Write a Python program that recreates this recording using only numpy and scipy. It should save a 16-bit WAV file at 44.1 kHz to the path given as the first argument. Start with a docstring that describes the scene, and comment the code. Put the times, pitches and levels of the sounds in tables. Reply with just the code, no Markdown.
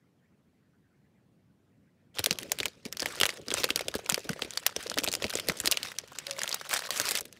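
"""For two seconds there is only the quiet air of a furnished room.
Its bass is a little stronger by the time a stiff plastic snack pouch is picked up; the pouch is then
drummed with the fingertips and torn open close by. Creases and dents are noise kicks that ring the film;
thuds are short, sagging tones of trapped air. Rustle, pouch boom and room air are noise shaped by
spectra; the squeak is a rough sine tone."""
import sys
import numpy as np
from scipy import signal
from scipy.io import wavfile
from scipy.ndimage import uniform_filter1d

SR = 44100
rng = np.random.default_rng(int(sys.argv[2]) if len(sys.argv) > 2 else 0)


def to_wav(sig):
    """Store sig (one row per channel, or 1-D mono) as 16-bit WAV at the path in sys.argv[1].

    Samples outside -1..1 are clipped; the rate is SR.
    """
    pcm = np.clip(np.atleast_2d(sig), -1, 1) * 32767
    pcm = np.round(pcm).astype(np.int16)
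    wavfile.write(sys.argv[1], SR, pcm.T)  # frames by channels


def gain_from_db(level_db):
    """Convert decibel levels to linear amplitude factors (20 dB per decade)."""
    decades = np.asarray(level_db, float) / 20
    return 10 ** decades


N = 325899  # length of the scene in samples

# Creases that buckle. Each row: start in seconds, level in dB of the loudest half millisecond (nearly),
# pitch of the ringing panel in Hz, relative treble in dB.
CREASES = [(2.186, -20.5, 3730, -25), (2.192, -19, 3280, 9), (2.2418, -15.5, 4360, 14),
           (2.2607, -10.5, 3500, 14), (2.3093, -11.5, 4120, 0), (2.328, -24, 5040, 6),
           (2.3867, -24, 3300, 8), (2.431, -31.5, 3600, 12), (2.5186, -12, 6700, 3),
           (2.5874, -23, 3040, 10), (2.6018, -17.5, 3670, -7), (2.6313, -22.5, 2390, -26),
           (2.6563, -16, 2380, 1), (2.682, -31.5, 4000, 3), (2.8525, -31, 2320, -7),
           (2.9262, -23.5, 5800, 17), (2.9702, -26, 4730, 0), (2.9963, -23, 4800, -16),
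           (3.0029, -19.5, 5160, 0), (3.021, -20, 4270, -12), (3.0585, -18, 2080, 2),
           (3.201, -16.5, 3420, 10), (3.2123, -12, 3157, -1), (3.233, -10, 2040, -26),
           (3.2543, -16.5, 2860, 4), (3.2638, -18.5, 3440, 15), (3.2913, -20, 2340, -23),
           (3.3033, -27, 4940, -16), (3.4832, -23.5, 4870, -37), (3.5043, -23, 3700, -27),
           (3.5146, -21.5, 3320, -16), (3.54, -15, 7100, -10), (3.6344, -20, 3020, -11),
           (3.6416, -14, 4470, 3), (3.7041, -15.5, 2900, -22), (3.7596, -14, 4600, 8),
           (3.7927, -23.5, 2220, -31), (3.8097, -25.5, 3600, 10), (3.883, -19.5, 3380, 3),
           (3.9406, -27.5, 1600, -25), (3.9522, -24, 5120, 14), (4.061, -30.5, 2720, -28),
           (4.092, -23.5, 1550, 4), (4.098, -12, 7360, -10), (4.122, -19.5, 5000, 3),
           (4.144, -14.5, 4460, -6), (4.2923, -26.5, 5300, -14), (4.332, -29.5, 1950, -12),
           (4.4211, -17.5, 3170, -40), (4.448, -36, 2680, -21), (4.507, -26.5, 6900, -21),
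           (4.536, -32, 4570, -1), (4.574, -18, 4500, -28), (4.6647, -9, 5700, 24),
           (4.7634, -19.5, 5350, -22), (4.8686, -26.5, 4340, -4), (4.8988, -21, 4950, -15),
           (4.915, -29.5, 1470, -15), (4.941, -26.5, 3720, -6), (4.976, -21, 1400, -9),
           (4.9854, -14, 5700, 6), (4.99, -21, 2830, -19), (5.036, -22, 3980, 4), (5.0423, -18.5, 7350, 11),
           (5.0756, -18, 3640, -19), (5.086, -18.5, 4320, -18), (5.117, -25.5, 4500, 10),
           (5.127, -21, 5330, 12), (5.1381, -19.5, 4970, 3), (5.1516, -18.5, 5070, 8),
           (5.2228, -23.5, 3480, -16), (5.242, -18, 2450, -25), (5.2663, -29, 3500, -3),
           (5.297, -29, 3020, 14), (5.3034, -23.5, 3800, -25), (5.3363, -27, 5070, -21),
           (5.354, -17, 7250, -23), (5.3717, -25, 3500, -22), (5.3977, -23.5, 3460, 0),
           (5.4861, -15, 4800, 9), (5.4971, -17, 2180, -30), (5.6014, -18, 7500, -29),
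           (5.658, -14.5, 4900, 10), (5.6697, -24, 3080, 13), (5.6746, -10.5, 4350, -2),
           (5.7134, -12.5, 2630, 41), (5.7186, -17, 5360, 27), (5.7228, -13.5, 3170, -9),
           (5.7717, -18.5, 3000, -37), (5.8305, -20, 4780, 4), (5.9864, -19, 5450, -28),
           (6.1865, -22.5, 7040, -10), (6.2683, -25, 4240, -34), (6.31, -21.5, 5400, -23),
           (6.391, -24, 4860, -20), (6.4167, -22, 1670, -1), (6.4339, -19, 6600, -23),
           (6.477, -21.5, 3350, 2), (6.492, -21.5, 7700, 23), (6.514, -26, 3650, -4),
           (6.5272, -19, 4350, -17), (6.5443, -19, 4700, 46), (6.6121, -30.5, 1730, -2),
           (6.6928, -27.5, 5030, 21), (6.7115, -26, 2150, -30), (6.723, -33, 7200, -12),
           (6.73, -21, 1630, -5), (6.738, -17, 7650, 22), (6.7464, -30, 5440, -14),
           (6.792, -23.5, 6100, 24), (6.906, -17.5, 4360, 9), (6.961, -28, 3420, -21),
           (6.976, -21, 7800, 29), (6.9992, -13.5, 6200, 30), (7.0151, -21, 6400, 18),
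           (7.0547, -23, 5000, -16), (7.0716, -29, 5270, -6), (7.089, -18, 7650, 19), (7.11, -18, 4660, 26),
           (7.1177, -22, 7270, 14), (7.153, -17.5, 4720, 16), (7.1726, -23, 2300, 2),
           (7.2083, -25, 2300, 29), (7.2544, -35, 3740, 15), (7.3267, -38.5, 6050, 9)]
# Fingertips pushing the air-filled pouch. Each row: time in seconds (about one cycle after the start),
# rough peak in dB, basic pitch of the pouch in Hz.
PUSHES = [(2.196, -25.5, 495), (2.205, -35.5, 87), (2.27, -24.5, 490), (2.317, -29, 163), (2.522, -28, 650),
          (2.608, -29.5, 380), (2.862, -29, 229), (3.025, -28, 540), (3.062, -32, 590), (3.216, -20.5, 402),
          (3.235, -27, 565), (3.523, -25.5, 376), (3.544, -26.5, 560), (3.645, -21, 454), (3.708, -32, 292),
          (3.763, -26.5, 465), (3.81, -25, 540), (3.886, -25, 463), (3.956, -22.5, 484),
          (3.993, -31.5, 600), (4.129, -29, 169), (4.18, -24, 460), (4.253, -40, 432), (4.305, -24, 167),
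          (4.363, -37, 570), (4.425, -26.5, 455), (4.452, -35, 368), (4.767, -25, 453), (4.865, -29, 418),
          (4.973, -25, 540), (4.99, -28, 264), (5.039, -28, 460), (5.08, -24, 600), (5.224, -26.5, 495),
          (5.247, -23.5, 456), (5.34, -28.5, 553), (5.357, -22, 400), (5.49, -20, 435), (5.499, -27.5, 170),
          (5.646, -31.5, 290), (5.679, -32.5, 554), (6.039, -40.5, 467), (6.74, -37, 590),
          (7.258, -49, 286)]
# Small dents that pop in or out. Each row: time in seconds (two cycles after the start), peak in dB,
# pitch of the dent in Hz.
POPS = [(3.524, -35, 1480), (3.6903, -25, 1370), (4.1177, -32.5, 940), (4.178, -28, 1690),
        (4.2928, -22, 1490), (4.3935, -31, 1310), (4.4145, -53, 1320), (5.065, -24, 2610),
        (5.328, -28, 1590), (5.387, -23, 2180), (5.743, -27, 2390), (5.918, -27.5, 2000), (6.12, -40, 1090),
        (6.3657, -34, 2120), (6.3853, -31, 1230), (6.442, -25.5, 1410), (6.822, -28, 1720),
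        (6.852, -29, 1730), (6.891, -33, 1100), (6.9999, -20, 1415)]
# How hard the hands hold the film between taps. Each row: time in seconds, relative rustle in dB,
# relative pouch boom in dB.
HOLD = [(2.14, -49, -62), (2.3, -54.5, -49.5), (2.66, -54.5, -49), (2.74, -64, -68.5), (2.9, -71, -54),
        (3.1, -48.5, -50), (3.45, -63, -50), (3.6, -51.5, -42), (3.88, -56.5, -55.5), (4.29, -56, -52),
        (4.6, -56.5, -64), (4.95, -57.5, -46), (5.3, -51, -48.5), (5.6, -48.5, -47), (5.75, -47.5, -50.5),
        (6.0, -60.5, -64.5), (6.5, -46.5, -55.5), (6.68, -53.5, -87), (7.1, -73, -48), (7.39, -63.5, -63)]


def evened(x):
    """Scales a sound to an average (rms) strength of 1."""
    return x / np.sqrt(np.mean(x ** 2) + 1e-20)


def read(points, hz):
    """Reads a table over pitch, on a log frequency axis as the ear hears it."""
    f, value = np.transpose(points)
    return np.interp(np.log(hz + 1), np.log(f + 1), value)


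def curve(rows, axis):
    """Draws one column of a table as straight lines over time, one value per sample."""
    rows = np.asarray(rows)
    return np.interp(np.arange(N) / SR, rows[:, 0], rows[:, axis])


def add(mix, s, sound):
    """Mixes a sound in at s seconds."""
    part = mix[round(s * SR):][:len(sound)]
    part += sound[:len(part)]


def ring(x, hz, width_hz):
    """A two-pole resonance: rings at hz, and dies faster the wider it is."""
    r = np.exp(-np.pi * width_hz / SR)
    return signal.lfilter([1, 0, -1], [1, -2 * r * np.cos(2 * np.pi * hz / SR), r * r], x)


def noise(colour, size, patchy_db, bins_wide=8, frames_long=8):
    """Noise built from random short spectra, with patches of pitch that grow louder and softer."""
    frames, hz = N // (size // 4) + 5, np.fft.rfftfreq(size, 1 / SR)
    real, imaginary, patches = rng.standard_normal((frames, len(hz), 3)).T
    patches = uniform_filter1d(patches, size=bins_wide, axis=0)
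    patches = evened(uniform_filter1d(patches, size=frames_long, axis=1))
    level_db = read(colour, hz)[:, None] + patchy_db * patches
    spectra = (real + 1j * imaginary) * gain_from_db(level_db)
    return evened(signal.istft(spectra, nperseg=size, noverlap=size * 3 // 4)[1][:N])


def snap(hz, treble_db, chance):
    """A crease snaps with a slightly soft onset and a sharp flip, and rings its panel of film."""
    ms = np.arange(len(chance)) / SR * 1000
    fade = np.exp(-ms / 0.32) + 0.23 * np.exp(-ms / 3)
    soft_start = 1 - np.exp(-(ms * hz / 900) ** 2)
    kick = soft_start * fade * chance
    kick[round(55000 / hz)] += 1.37 * np.sign(chance[0])  # the instant of the flip
    panel = evened(ring(kick, hz, 0.21 * hz))
    sheet = evened(ring(ring(kick, 2300, 5400), 2300, 5400))  # the whole sheet flexes a little
    edge = evened(ring(kick, 6650, 11000))  # the sharp edge of the fold
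    sound = panel + gain_from_db(-5.5) * sheet + gain_from_db(treble_db - 8.0) * edge
    loudest = np.sqrt(np.max(uniform_filter1d(sound ** 2, size=24)))
    return sound / loudest / 1.085


def snaps():
    """The loud creases, each buckling with its own random kick."""
    out, chance = np.zeros(N), rng.standard_normal((len(CREASES), 900))
    for (s, db, hz, treble_db), row in zip(CREASES, chance):
        add(out, s, gain_from_db(db) * snap(hz, treble_db, row))
    return out


def dents():
    """A dent gives way over about two cycles, rings for a few more and crackles at its rim."""
    out, chance = np.zeros(N), rng.standard_normal((len(POPS), 600))
    for (s, db, hz), row in zip(POPS, chance):
        cycles = hz * np.arange(len(row)) / SR
        give = cycles * np.exp(-cycles / 2.09) * row
        sound = evened(ring(give, hz, 0.16 * hz)) + gain_from_db(-5) * evened(give)
        add(out, s - 2 / hz, gain_from_db(db) * sound / abs(sound).max())
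    return out


def crackle(effort_db):
    """Many small creases of every size buckle in clumps, as loud as the handling."""
    base_rate_per_s = 480  # clumps raise and lower this
    clumps = gain_from_db(5 * evened(uniform_filter1d(rng.standard_normal(N), size=500)))
    happens = rng.random(N) < base_rate_per_s * clumps / SR
    size = gain_from_db(11.8 * np.minimum(rng.exponential(1, N), 3)) * happens
    kind, chance = rng.integers(0, 24, N), rng.standard_normal((24, 500))
    out = np.zeros(N)
    for k, hz in enumerate(np.geomspace(1400, 9000, num=24)):
        out += signal.oaconvolve(size * (kind == k), snap(hz, -5, chance[k]))[:N]
    return gain_from_db(effort_db - 0.5) * evened(out)


def hollow(creases):
    """Every crease also knocks the air trapped in the pouch, which rings at 540 Hz."""
    return gain_from_db(-25.5) * ring(creases, 540, 170)


def thuds():
    """A soft push rings the trapped air for two or three cycles, the pitch sagging."""
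    out, t = np.zeros(N), np.arange(2500) / SR
    for (s, db, hz), start in zip(PUSHES, rng.random(len(PUSHES))):
        cycles = hz * t
        swell = cycles * np.exp(-cycles / 0.54)
        turns = start + 1.132 * cycles - 0.028 * cycles ** 2  # starts sharp, then sags
        sound = swell / swell.max() * np.sin(2 * np.pi * turns)
        # take out the constant offset, so that the thud averages zero
        sound = sound - swell * sound.sum() / swell.sum()
        add(out, s - 1.048 / hz, gain_from_db(db) * sound)
    return out


def stirred(events, share_db):
    """Each event leaves power in the film that rises quickly and dies away."""
    rise_s, settle_s = 0.0015, 0.0062
    hits, t = np.zeros(N), np.arange(-2000, 6001) / SR
    for s, db, *_ in events:
        stir_db = 0.8 * (db + 21.5) - 21.0 + share_db  # 0.8 dB of stir per dB of blow
        hits[round(s * SR)] += gain_from_db(2 * stir_db)  # doubled dB gives power
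    shape = np.where(t < 0, np.exp(np.minimum(t, 0) / rise_s), np.exp(-t / settle_s))
    return np.maximum(signal.oaconvolve(hits, shape)[2000:][:N], 0)


def handling():
    """Levels in dB: the grip's power plus the stir of snaps and thuds, and for rustle also of dents."""
    film = gain_from_db(2 * curve(HOLD, axis=1)) + stirred(CREASES + POPS, -25) + stirred(PUSHES, -16.5)
    air_in = gain_from_db(2 * curve(HOLD, axis=2)) + stirred(CREASES, -37) + stirred(PUSHES, -12)
    return 10 * np.log10(film), 10 * np.log10(air_in)


def slides():
    """Power of the hiss as hands slide over or tear the film, swelling and stopping short."""
    # Each row: start in seconds, length in seconds, relative rustle in dB.
    strokes = [(2.993, 0.39, -50.5), (3.55, 0.081, -37), (4.777, 0.074, -44.5), (5.352, 0.033, -53),
               (5.811, 0.12, -45), (6.376, 0.056, -48), (6.688, 0.093, -35.5), (6.754, .13, -43.5),
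               (6.9, 0.3, -37)]
    swell_s, stop_s = 0.025, 0.004
    t, power = np.arange(N) / SR, np.zeros(N)
    for s, length, db in strokes:
        shape = np.clip(np.minimum((t - s) / swell_s, (s + length - t) / stop_s), 0, 1)
        power += gain_from_db(2 * db) * shape ** 2
    return power


def rustle(effort_db, boom_db):
    """Skin and film sliding: a flickering hiss, and the hollow boom of the pouch under it."""
    # Colour of the rustle. Each row: pitch in Hz, relative level in dB per Hz.
    film_colour = [(180, -34), (300, -5.5), (565, 6), (737, 0.5), (1430, 5), (2880, 4.5), (5340, 1.5),
                   (12700, -16.5), (16000, -20)]
    # Colour of the boom. Each row: pitch in Hz, relative level in dB per Hz.
    pouch_colour = [(60, -2), (130, -14), (250, -5.5), (480, -1.5), (750, -16), (1500, -78)]
    flicker_db = 2.3 * np.clip(evened(uniform_filter1d(rng.standard_normal(N), size=400)), -2, 2)
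    # panels of film ring for a moment, then shift
    hiss = noise(film_colour, size=256, patchy_db=3.5, bins_wide=3, frames_long=16)
    fizz = signal.lfilter(*signal.butter(2, 7000, "high", fs=SR), hiss)
    hiss = hiss + gain_from_db(1.1 * (effort_db + 39.5)) * fizz  # harder work is brighter
    boom = noise(pouch_colour, size=512, patchy_db=4.5)
    boom = gain_from_db(boom_db - 2 + 1.42 * flicker_db) * boom
    return gain_from_db(effort_db - 1.0 + flicker_db) * hiss + boom


def squeak():
    """Stretched film sings for a moment: a short tone, rough in both loudness and pitch."""
    # Each row: time in seconds, middle pitch in Hz, level in dB before the roughness.
    notes = [(6.275, 556.5, -53), (6.31, 548, -45.5), (6.39, 544, -53.5)]
    t, first, last = np.arange(N) / SR, notes[0][0], notes[-1][0]
    sounding = np.interp(t, [first - 0.01, first, last, last + 0.024], [0, 1, 1, 0])
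    rough = 1 + 0.45 * evened(uniform_filter1d(rng.standard_normal(N), size=400))
    pitch_hz = curve(notes, axis=1) * (1 + 0.04 * (rough - 1))
    tone = np.sqrt(2) * np.sin(2 * np.pi * np.cumsum(pitch_hz) / SR)
    return gain_from_db(curve(notes, axis=2)) * sounding * rough * tone


def room(x):
    """Echoes off the walls: sparse taps of random sign, each band dying at its own speed."""
    # Each row: pitch in Hz, time in seconds for the echoes to fall by 60 dB.
    walls = [(300, 0.046), (2000, 0.063), (8000, 0.055)]
    taps = np.zeros(SR // 3)
    at = np.arange(140, len(taps) - 20, 20)
    taps[at + rng.integers(0, 20, len(at))] = rng.choice([-1., 1.], len(at))
    hz, t, z = signal.stft(taps, SR, nperseg=256)
    fading = z * gain_from_db(-60 * t / read(walls, hz)[:, None])
    tail = signal.istft(fading, SR, nperseg=256)[1]
    return signal.oaconvolve(x, tail / np.linalg.norm(tail))[:N]


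def air():
    """Room-tone noise with a changing bass level, and faint uneven shuffling of cloth in the middle."""
    # Colour of the air. Each row: pitch in Hz, relative level in dB per Hz.
    air_colour = [(45, -50), (70, -14), (110, -4), (180, -3), (320, -13), (500, -19), (1200, -31),
                  (2600, -35), (14500, -46)]
    # The last value is held. Each row: time in seconds, extra bass in dB.
    bass_level = [(0, -1), (.7, -0.5), (2.1, 3.5)]
    cloth = noise(air_colour, size=1024, patchy_db=6.5, bins_wide=12, frames_long=5)
    cloth = evened(ring(ring(cloth, 1700, 1300), 1700, 1300))
    tone = noise(air_colour, size=1024, patchy_db=1.5)
    bass = signal.lfilter(*signal.butter(1, 500, fs=SR), tone)
    extra_bass = (gain_from_db(curve(bass_level, axis=1)) - 1) * bass
    return gain_from_db(-66.5) * (tone + extra_bass + gain_from_db(-17) * cloth)


def scene():
    """The pouch enters quickly when the hands close on it; slides add hiss but few creases."""
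    held = np.clip((np.arange(N) / SR - HOLD[0][0]) / 0.03, 0, 1)
    effort_db, boom_db = handling()
    sliding = slides()
    creased_db = 10 * np.log10(gain_from_db(2 * effort_db) + gain_from_db(-6) * sliding)
    rubbed_db = 10 * np.log10(gain_from_db(2 * effort_db) + sliding)
    creases = snaps() + dents() + held * crackle(creased_db)
    pouch = creases + hollow(creases) + thuds() + squeak() + held * rustle(rubbed_db, boom_db)
    mono = pouch + gain_from_db(-45) * room(pouch) + air()
    return np.array([mono, mono])


def band_limit(x):
    """A steep low-pass at the top of the band."""
    return signal.sosfilt(signal.butter(12, 16990, fs=SR, output="sos"), x)


def record(dry):
    """One microphone on both channels, deaf to deep bass and the very top."""
    heard = signal.sosfilt(signal.butter(3, 62, "high", fs=SR, output="sos"), dry)
    treble_limit = signal.firwin(255, 15700, window=("kaiser", 8), fs=SR)
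    mix = signal.oaconvolve(heard, treble_limit[None], "same", axes=1)
    return band_limit(mix)


dry = scene()
out = record(dry)
to_wav(out)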